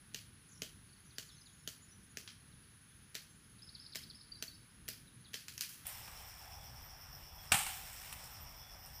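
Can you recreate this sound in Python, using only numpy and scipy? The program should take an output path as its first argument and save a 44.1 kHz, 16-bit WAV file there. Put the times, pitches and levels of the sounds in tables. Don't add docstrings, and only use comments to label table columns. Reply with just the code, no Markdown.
import sys
import numpy as np
from scipy import signal
from scipy.fft import rfft, irfft, next_fast_len
from scipy.io import wavfile
from scipy.ndimage import uniform_filter1d, map_coordinates

SR = 44100
rng = np.random.default_rng(int(sys.argv[2]) if len(sys.argv) > 2 else 0)


def generate_wav(signal):
    frames = np.transpose(np.atleast_2d(signal))
    scaled = np.clip(frames, -1, 1) * 32767
    pcm = np.round(scaled).astype(np.int16)
    wavfile.write(sys.argv[1], SR, pcm)


def voltage_ratio(level):
    return 10 ** (np.asarray(level, float) / 20)


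N = 396900
TIME = np.arange(N) / SR
CUT_S = 5.8535

# (frequency [Hz], level [dB per Hz])
FAR_AIR = [(12, -39), (20, -10.5), (120, -1.5), (193, -6), (624, -26.5), (1570, -14.5), (2020, -18.5),
           (4300, -21), (5680, -25), (6360, -25.5), (8180, -31), (10500, -15), (11800, -39), (14700, -26),
           (16000, -37)]
NEAR_AIR = [(12, -34), (20, -1.5), (70, 0.5), (134, -6.5), (277, -21.5), (325, -23), (417, -23), (804, -14),
            (3510, -24.5), (4200, -38), (4500, -25.5), (5850, -39), (9900, -120)]
# (frequency [Hz], level [dB per Hz])
LEAVES = [(400, -24), (900, -16), (2100, -6), (4500, -12), (6500, -13.5), (8300, -8), (11000, -13.5),
          (14500, -7.5), (16000, -7)]
# (crest [s], level [dB], rise [s], fall [dB/s])
SHAKES = [
    (5.86, -50, .02, 30),
    (6.15, -57.5, 0.22, 15),
    (7.17, -64, .05, 70),
    (7.44, -58, 0.086, 90),
    (7.68, -45.5, 0.085, 42),
    (8.06, -51.5, 0.48, 28),
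    (8.86, -66, 0.054, 52),
]
# (swell rate [1/s], time of one crest [s])
FAR_SINGERS = [(14.2, 1.555), (15.17, 4.097)]
# (time [s], level [dB])
CRICKET = [(0.1, -84), (0.9, -79), (1.25, -73), (1.7, -76), (2.7, -82), (3.0, -78), (3.4, -82), (3.55, -78),
           (4.2, -82), (5.0, -80), (5.8, -76)]
# (multiple of the wing stroke, level [dB])
WHINE_LINES = [(20, -13), (78, -8), (80, 0), (81, -13), (82, -17)]
# (time [s], level [dB], half width [s])
LOW_HUM = (-73.5, [(6.55, -64, 0.17), (7.72, -59.5, .1)])
HIGH_HUM = (-101, [(5.86, -66, .03), (6.62, -72, .1), (7.69, -77, .1), (8.67, -66.5, .07)])

# (length [s], start [Hz], end [Hz], how early the glide settles)
DROP = (.03, 5750, 2900, 1.18)
HOOK = (0.0214, 4500, 5300, 6)
LEAP = (.015, 3300, 6100, 0.11)
LOW_DROP = (0.031, 5000, 3150, 1.5)
CHIP = (0.0156, 4800, 4050, .5)
HIGH_DROP = (.03, 8000, 5600, .6)
# (frequency [Hz], level [dB])
THROAT = [(2800, -5), (3700, -6.5), (4500, 6), (5300, -2), (6200, -14)]
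# (time [s], kind of note, level [dB])
VERSE = [
    (0, DROP, 3.5),
    (.051, HOOK, 2.5),
    (.096, HOOK, -3),
    (.111, LEAP, 2),
]
# (time [s], level [dB], change of opening drop [dB], delay of first hook [s])
VERSES = [
    (3.576, -55.5, -30, -0.006),
    (3.746, -54.5, 0, 0),
    (3.921, -55.5, -1, -0.005),
    (4.095, -56.5, -0.5, 0.00011),
]
# (time [s], kind of note, level [dB])
ENDING = [
    (0, (0.016, 4200, 4650, 8), 0.5),
    (.033, (0.027, 4300, 3950, 3), -6),
    (.06, (.022, 4700, 5500, 5.4), -9),
]
# (time [s], level [dB], pitch share)
ENDINGS = [
    (4.317, -52.5, 1.0),
    (4.478, -52.5, 0.96),
]
# (time [s], level [dB])
DROPS = [
    (1.105, -66),
    (1.288, -57),
    (1.458, -60),
    (2.515, -70.5),
    (3.584, -65),
    (5.245, -60),
]
# (time [s], level [dB], pitch
CHIPS = [(.548, -60, 1.26), (.89, -65.5, 1.01), (.93, -67, 1), (.965, -67, 0.98), (1.159, -64, 1.1),
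         (1.38, -61, .95), (1.411, -61, 1.13), (2.405, -72, .96), (2.633, -68, 1.03), (2.73, -73, 1.01),
         (3.437, -72, 1.13), (5.073, -64, 0.87), (6.075, -55, 0.26)]
HIGH_DROPS = [
    (.487, -63.5, .93),
    (.51, -62, .98),
    (1.045, -71, .93),
    (2.03, -76, 1.2),
]
# (time [s], length [s], pitch [Hz], level [dB])
WHISTLES = [(0.558, .04, 5680, -69), (1.06, .093, 6000, -73), (1.262, .033, 7030, -68),
            (1.315, .03, 5340, -64), (1.358, 0.048, 6150, -64), (1.454, .036, 7000, -71),
            (1.527, .025, 6950, -63), (1.59, .03, 6970, -71), (1.596, .07, 5400, -72),
            (1.818, .035, 7000, -65), (1.88, .035, 5370, -69), (1.915, .024, 5950, -64),
            (2.0, .034, 5980, -71), (2.0, .04, 5400, -76), (2.097, .038, 6900, -68), (2.88, .03, 3450, -72),
            (3.265, .1, 7620, -77), (3.29, .045, 6350, -74), (3.34, .05, 7050, -76),
            (4.692, .03, 5060, -74), (7.381, 0.051, 3340, -62.5)]

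# (frequency [Hz], level [dB per Hz])
FAR_EDGE = [(530, -36), (900, -18.5), (1790, -7.5), (2070, -10), (3230, -4.5), (3550, -8), (6110, -4.5),
            (9650, -1.5), (14900, 0.5), (16000, -11)]
NEAR_EDGE = [(590, -24.5), (1000, -2.5), (1400, -5), (1670, -6), (1810, -1.5), (3010, -2.5), (5630, -9.5),
             (7980, -1), (14900, 4.5), (16000, -40)]
# (frequency [Hz], width [Hz], level [dB])
FAR_WALL = [(1600, 710, -1), (2570, 460, 1.5), (3170, 290, 0.5), (4530, 790, 1), (6100, 1100, -3)]
NEAR_WALL = [(1330, 240, 4), (1880, 170, -0.5), (2220, 240, -1.5), (2900, 1100, -1), (8730, 1000, 3.5)]
# (frequency [Hz], width [Hz], level [dB])
FAR_CULM = [(146, 32, -3), (256, 39, -1), (431, 49, 2.5), (653, 51, 2.5)]
NEAR_CULM = [(105, 57, 2.5), (193, 37, 5.5), (787, 73, 17), (903, 79, 14.5), (1190, 200, -1)]
# (frequency [Hz], share of t60)
GROVE = [(300, 1.04), (1400, 0.86), (4000, 1.23), (8000, 1.0), (13000, 1.1)]
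# (time [s], peak [dB], hollow knock [dB], brightness [dB], strongest ring of the cut [Hz])
CHOPS = [
    (0.1456, -26.5, -21, -12.5, 2740),
    (0.6198, -27, -12.5, -12, 3000),
    (1.1835, -27, -19, -12, 4460),
    (1.6755, -28, -16, -8, 4670),
    (2.1712, -28, -16.5, -14.5, 1300),
    (3.152, -27.5, -21, -10, 1590),
    (3.9564, -27.5, -17.5, -6, 1950),
    (4.4247, -28, -17, -4.5, 6100),
    (4.8866, -29, -16.5, 0.5, 5000),
    (5.3423, -27, -21, -16, 4600),
]
# (level [dB], t60 [s])
CHOP_SCATTER = (-16.5, 0.31)
# (time [s], peak [dB])
GRAZES = [
    (0.138, -50),
    (3.1454, -38.5),
    (3.949, -36),
    (4.8806, -34.5),
    (5.3336, -38.5),
    (5.3402, -33),
]
# (knock [dB], brightness [dB], scatter [dB], t60 [s])
GRAZE = (-24.5, -10, -12.5, 0.47)
# (time [s], peak [dB], brightness [dB], scatter [dB])
TEARS = [
    (2.2765, -33, -29, -14),
    (5.483, -32.5, -10, -13),
    (5.538, -50, 7, -9),
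    (5.5785, -30, -9, -18),
    (5.609, -23.5, -2.5, -14.5),
    (5.6215, -37, -9, -10.5),
    (5.647, -36, -6, -16),
    (5.69, -55.5, 3, 6),
]
# (time [s], peak [dB], knock [dB], brightness [dB], scatter [dB])
SPLIT = [
    (7.5176, -29, -12.5, -34, -23),
    (7.5194, -11, -19, -14, -18),
    (7.5225, -16, -18, -21, -28),
    (7.5425, -17.5, -17.5, -13.5, -17),
    (7.665, -26, -25.5, -18, -14.5),
    (8.1264, -35, -27, -9, -15.5),
    (6.078, -41, -15.5, -30, -10),
]
# (time [s], peak [dB], brightness [dB])
TWIGS = [
    (5.8674, -44.5, 13),
    (5.888, -42.5, 1),
    (7.4538, -52, -2),
    (7.929, -47, 0),
    (8.2394, -48, 0),
    (8.8594, -52, 0),
]
# (knock [dB], scatter [dB], t60 [s])
TWIG = (-26, -13.5, 0.63)


def unit(x):
    return x / np.sqrt(np.mean(x ** 2) + 1e-20)


def along(points, hz):
    f, v = np.transpose(points)
    return np.interp(np.log(hz + 1), np.log(f + 1), v)


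def wobble(rate):
    coarse = TIME[::16]
    knots = rng.standard_normal(int(N * rate / SR) + 4)
    return np.interp(TIME, coarse, map_coordinates(knots, [coarse * rate]))


def filtered(x, response):
    m = next_fast_len(len(x) + 4096)
    return irfft(rfft(x, m) * response(np.fft.rfftfreq(m, 1 / SR)), m)[:len(x)]


def modes(table):
    def response(f):
        total = 0
        for k, (centre, width, db) in enumerate(table):
            damping = 1j * f * width
            total = total + (-1) ** k * voltage_ratio(db) * damping / (centre * centre - f * f + damping)
        return total
    return response


def rush(spectrum, patchy_db, low_hz, top_hz):
    z = signal.stft(rng.standard_normal(N), nperseg=512)[2]
    field = uniform_filter1d(rng.standard_normal(z.shape), size=6, axis=0)
    field = uniform_filter1d(field, size=14, axis=1)
    x = signal.istft(z * voltage_ratio(patchy_db * unit(field)), nperseg=512)[1][:N]

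    def colour(hz):
        edges = (1 + (low_hz / (hz + 1)) ** 6) * (1 + (hz / top_hz) ** 6)
        return voltage_ratio(along(spectrum, hz)) / np.sqrt(edges)
    return unit(filtered(x, colour))


def shrill(body, clicks_hz, depth, swell_hz, swell_db, crest_s):
    clicks = np.cos(2 * np.pi * np.cumsum(clicks_hz * (1 + 0.0496 * wobble(6))) / SR)
    swell = np.cos(2 * np.pi * swell_hz * (TIME - crest_s) + 0.4 * wobble(2.5))
    drive = rng.standard_normal(N) * np.exp(depth * clicks) * voltage_ratio(swell_db * swell)
    return unit(filtered(drive, lambda f: modes(body)(f) ** 2))


def village_drone():
    return voltage_ratio(-63.8 + 1.8 * wobble(9.5)) * rush(FAR_AIR, patchy_db=1.0, low_hz=33.6, top_hz=480)


def canopy_air():
    fall_end_s, rise_s, fall_db = 5.89, 0.25, 6
    lift_db = fall_db * np.clip(1 - (fall_end_s - TIME) / rise_s, 0, 1)
    return voltage_ratio(-67 + lift_db) * rush(FAR_AIR, patchy_db=0.25, low_hz=500, top_hz=17400)


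def far_cicadas():
    body = [(9640, 1150, -6.5), (10670, 940, -3)]  # (frequency [Hz], width [Hz], level [dB])
    first, second = [shrill(body, clicks_hz=195, depth=0.28, swell_hz=rate, swell_db=4.0, crest_s=crest)
                     for rate, crest in FAR_SINGERS]
    return voltage_ratio(-71) * (first + voltage_ratio(-1.5) * second)


def far_cricket():
    turn = 2 * np.pi * np.cumsum(6470 + 50 * wobble(200)) / SR
    level_db = np.interp(TIME, *np.transpose(CRICKET)) + 2.5 * wobble(60)
    return voltage_ratio(level_db) * (np.sin(turn) + voltage_ratio(-7.5) * np.sin(2 * turn))


def near_wind():
    gusts = voltage_ratio(1.0 * wobble(8.2))
    return voltage_ratio(-58.5) * unit(gusts * rush(NEAR_AIR, patchy_db=0.4, low_hz=24.8, top_hz=303))


def rustle_db(rest_db):
    power = voltage_ratio(2 * rest_db)
    for crest, db, rise, fall in SHAKES:
        shake = db - np.where(TIME < crest, 20 * (crest - TIME) / rise, fall * (TIME - crest))
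        power = power + voltage_ratio(2 * shake)
    return 10 * np.log10(power)


def near_foliage():
    rest_db, air_follows = -67, 0.19
    leaves_db = rustle_db(rest_db)
    air_db = -62.5 + air_follows * (leaves_db - rest_db)
    air = voltage_ratio(air_db) * rush(NEAR_AIR, patchy_db=1.7, low_hz=340, top_hz=5000)
    ticks = voltage_ratio(1.5 * wobble(500) + 0.6 * wobble(25))
    leaves = unit(ticks * rush(LEAVES, patchy_db=0.3, low_hz=694, top_hz=16900))
    return air + voltage_ratio(leaves_db) * leaves


def swells(rest_db, rows):
    power = voltage_ratio(2 * rest_db)
    for s, db, half in rows:
        power = power + voltage_ratio(2 * db) * np.exp(-((TIME - s) / half) ** 2)
    return 10 * np.log10(power)


def hums():
    low = shrill([(769, 140, 0)], clicks_hz=60.6, depth=0.2, swell_hz=2.1, swell_db=1.0, crest_s=6.5)
    high = shrill([(3420, 150, 0)], clicks_hz=170, depth=0.2, swell_hz=4, swell_db=2.0, crest_s=6.6)
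    return voltage_ratio(swells(*LOW_HUM)) * low + voltage_ratio(swells(*HIGH_HUM)) * high


def whine():
    pitch_hz, sway_hz, sway_s, lowest_s = 13650, 68, 1.47, 6.48
    turn = 2 * np.pi * (TIME - lowest_s) / sway_s
    pitch = pitch_hz - sway_hz * np.cos(turn + 0.15 * (1 - np.cos(turn)))
    stroke = 2 * np.pi * np.cumsum(pitch + 6 * wobble(60)) / SR / 80
    lines = sum(voltage_ratio(db + 3.6 * wobble(28)) * np.sin(k * stroke) for k, db in WHINE_LINES)
    return voltage_ratio(-64 + 0.8 * wobble(4.6)) * lines


def near_cicada():
    body = [(5120, 750, -1.5), (5650, 700, 0), (10200, 900, -8.5)]  # (frequency [Hz], width [Hz], level [dB])
    return voltage_ratio(-59.5) * shrill(body, clicks_hz=103, depth=0.45, swell_hz=8.28, swell_db=2.8, crest_s=7.392)


def song():
    notes = []
    for s, db, opening_db, late in VERSES:
        for k, (ds, kind, ddb) in enumerate(VERSE):
            notes.append((s + ds + late * (k == 1), kind, db + ddb + opening_db * (k == 0), 1, 1))
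    for s, db, share in ENDINGS:
        notes += [(s + ds, kind, db + ddb, share, 1) for ds, kind, ddb in ENDING]
    notes += [(s, CHIP, db, share, 0) for s, db, share in CHIPS]
    notes += [(s, HIGH_DROP, db, share, 0) for s, db, share in HIGH_DROPS]
    notes += [(s, (length, hz, 0.99 * hz, 1), db, 1, 0) for s, length, hz, db in WHISTLES]
    return notes + [(s, LOW_DROP, db, 1, 0) for s, db in DROPS]


def birds():
    dry = np.zeros(N + SR)
    for s, (length, from_hz, to_hz, settle), db, share, near in song():
        u = np.linspace(0, 1, round(length * SR))
        glide = (1 - np.exp(-settle * u)) / (1 - np.exp(-settle))
        hz = share * from_hz * (to_hz / from_hz) ** glide
        hz = hz * voltage_ratio(0.08 * near * rng.standard_normal())
        shape = np.sin(np.pi * u ** 0.59) ** 0.77 * voltage_ratio(near * along(THROAT, hz))
        dry[round(s * SR):][:len(u)] += voltage_ratio(db) * shape * np.sin(2 * np.pi * np.cumsum(hz) / SR)
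    t = TIME[:SR // 2]
    echo = rng.standard_normal(len(t)) * voltage_ratio(-60 * t / 0.42)
    smeared = signal.fftconvolve(dry, echo / np.linalg.norm(echo))[:N]
    return voltage_ratio(2.5 * wobble(220)) * (dry[:N] + voltage_ratio(-1.5) * smeared)


def snapping_fibres(t, rise, t60, echo_s, echo_db):
    noise = rng.standard_normal(len(t))
    crack = rise * noise * np.abs(noise) ** 0.5 * voltage_ratio(-60 * t / t60)
    crack = crack / np.linalg.norm(crack) * 4
    return crack + voltage_ratio(echo_db) * np.roll(crack, round(echo_s * SR))


def stem_scatter(t, rise, db, t60):
    hz, frames, z = signal.stft(rng.standard_normal(len(t)), SR, nperseg=256)
    z = z * voltage_ratio(-60 * frames / (t60 * along(GROVE, hz)[:, None]))
    tail = signal.istft(z, SR, nperseg=256)[1][:len(t)]
    grain = voltage_ratio(18 * uniform_filter1d(rng.standard_normal(len(t)), size=130))
    return voltage_ratio(db - 4.0) * rise * grain * tail * (1 - 2 * t)


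def struck_wall(wall, rings, f):
    struck = []
    for centre, width, db in wall:
        shift, lift = rng.standard_normal(2)
        struck.append((centre * voltage_ratio(0.4 * shift), width, db + 2.2 * lift))
    own = [(centre, 280, 2.5) for centre in rings]
    return 0.6 + np.abs(modes(struck)(f)) + np.abs(modes(own)(f))


def blows(table, edge, wall, culm, crack_t60, echo_s, echo_db):
    out = np.zeros(N + SR)
    t = TIME[:SR // 2]
    f = np.fft.rfftfreq(len(t), 1 / SR)
    delay = np.exp(-2j * np.pi * f * 64 / SR)
    sharp, hollow = voltage_ratio(along(edge, f)) * delay, modes(culm)(f) * delay
    rise = 1 - np.exp(-(t / 0.00074) ** 2)
    for s, db, knock_db, top_db, scatter_db, t60, *rings in table:
        wood = sharp * struck_wall(wall, rings, f)
        lift_db = top_db / (1 + (8000 / (f + 1)) ** 6)
        crack = snapping_fibres(t, rise, crack_t60, echo_s, echo_db)
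        scatter = stem_scatter(t, rise, scatter_db, t60)
        shove = t / 0.00048 * np.exp(-t / 0.00037) + 0.75 * scatter
        bright = wood * (rfft(crack) * voltage_ratio(lift_db) + rfft(scatter) * voltage_ratio(0.59 * lift_db))
        knock = voltage_ratio(knock_db + 12.5) * hollow * rfft(shove)
        out[round(s * SR) - 85:][:len(t)] += voltage_ratio(db + 7.0) * irfft(bright + knock, len(t))
    return out[:N]


def near_blows():
    split = [(*crack, 0.63 + 0.02 * (crack[1] + 10)) for crack in SPLIT]
    twigs = [(s, db, TWIG[0], top_db, *TWIG[1:]) for s, db, top_db in TWIGS]
    return blows(split + twigs, NEAR_EDGE, NEAR_WALL, NEAR_CULM, crack_t60=0.03, echo_s=0.0096, echo_db=-11)


def far_blows():
    chops = [(*chop, *CHOP_SCATTER, ring_hz) for *chop, ring_hz in CHOPS]
    grazes = [(*graze, *GRAZE) for graze in GRAZES]
    tears = [(s, db, -41, top_db, scatter_db, 0.35 + 0.015 * (scatter_db + 13.5))
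             for s, db, top_db, scatter_db in TEARS]
    return blows(chops + grazes + tears, FAR_EDGE, FAR_WALL, FAR_CULM,
                 crack_t60=0.0105, echo_s=0.0135, echo_db=-11)


def scene():
    far = village_drone() + canopy_air() + far_cicadas() + far_cricket() + far_blows()
    near = near_wind() + near_foliage() + hums() + whine() + near_cicada() + near_blows()
    mono = np.where(TIME < CUT_S, far, near) + birds()
    return np.array([mono, mono])


def band_limit(x):
    return signal.sosfilt(signal.butter(12, 16650, fs=SR, output="sos"), x)


def record(dry):
    top_hz = 15540
    soft = dry[0] / (1 + np.abs(dry[0] / 0.24) ** 3) ** (1 / 3)
    low = filtered(soft, lambda hz: hz < top_hz)
    high = soft - low
    level = np.sqrt(np.abs(uniform_filter1d(high ** 2, size=500)))
    attack = level / (2.5 * uniform_filter1d(level, size=6000) + 1e-9)
    gate = attack ** 8 / (1 + attack ** 8)
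    mono = low + voltage_ratio(-14) * high * gate
    return band_limit(np.array([mono, mono]))


dry = scene()
out = record(dry)
generate_wav(out)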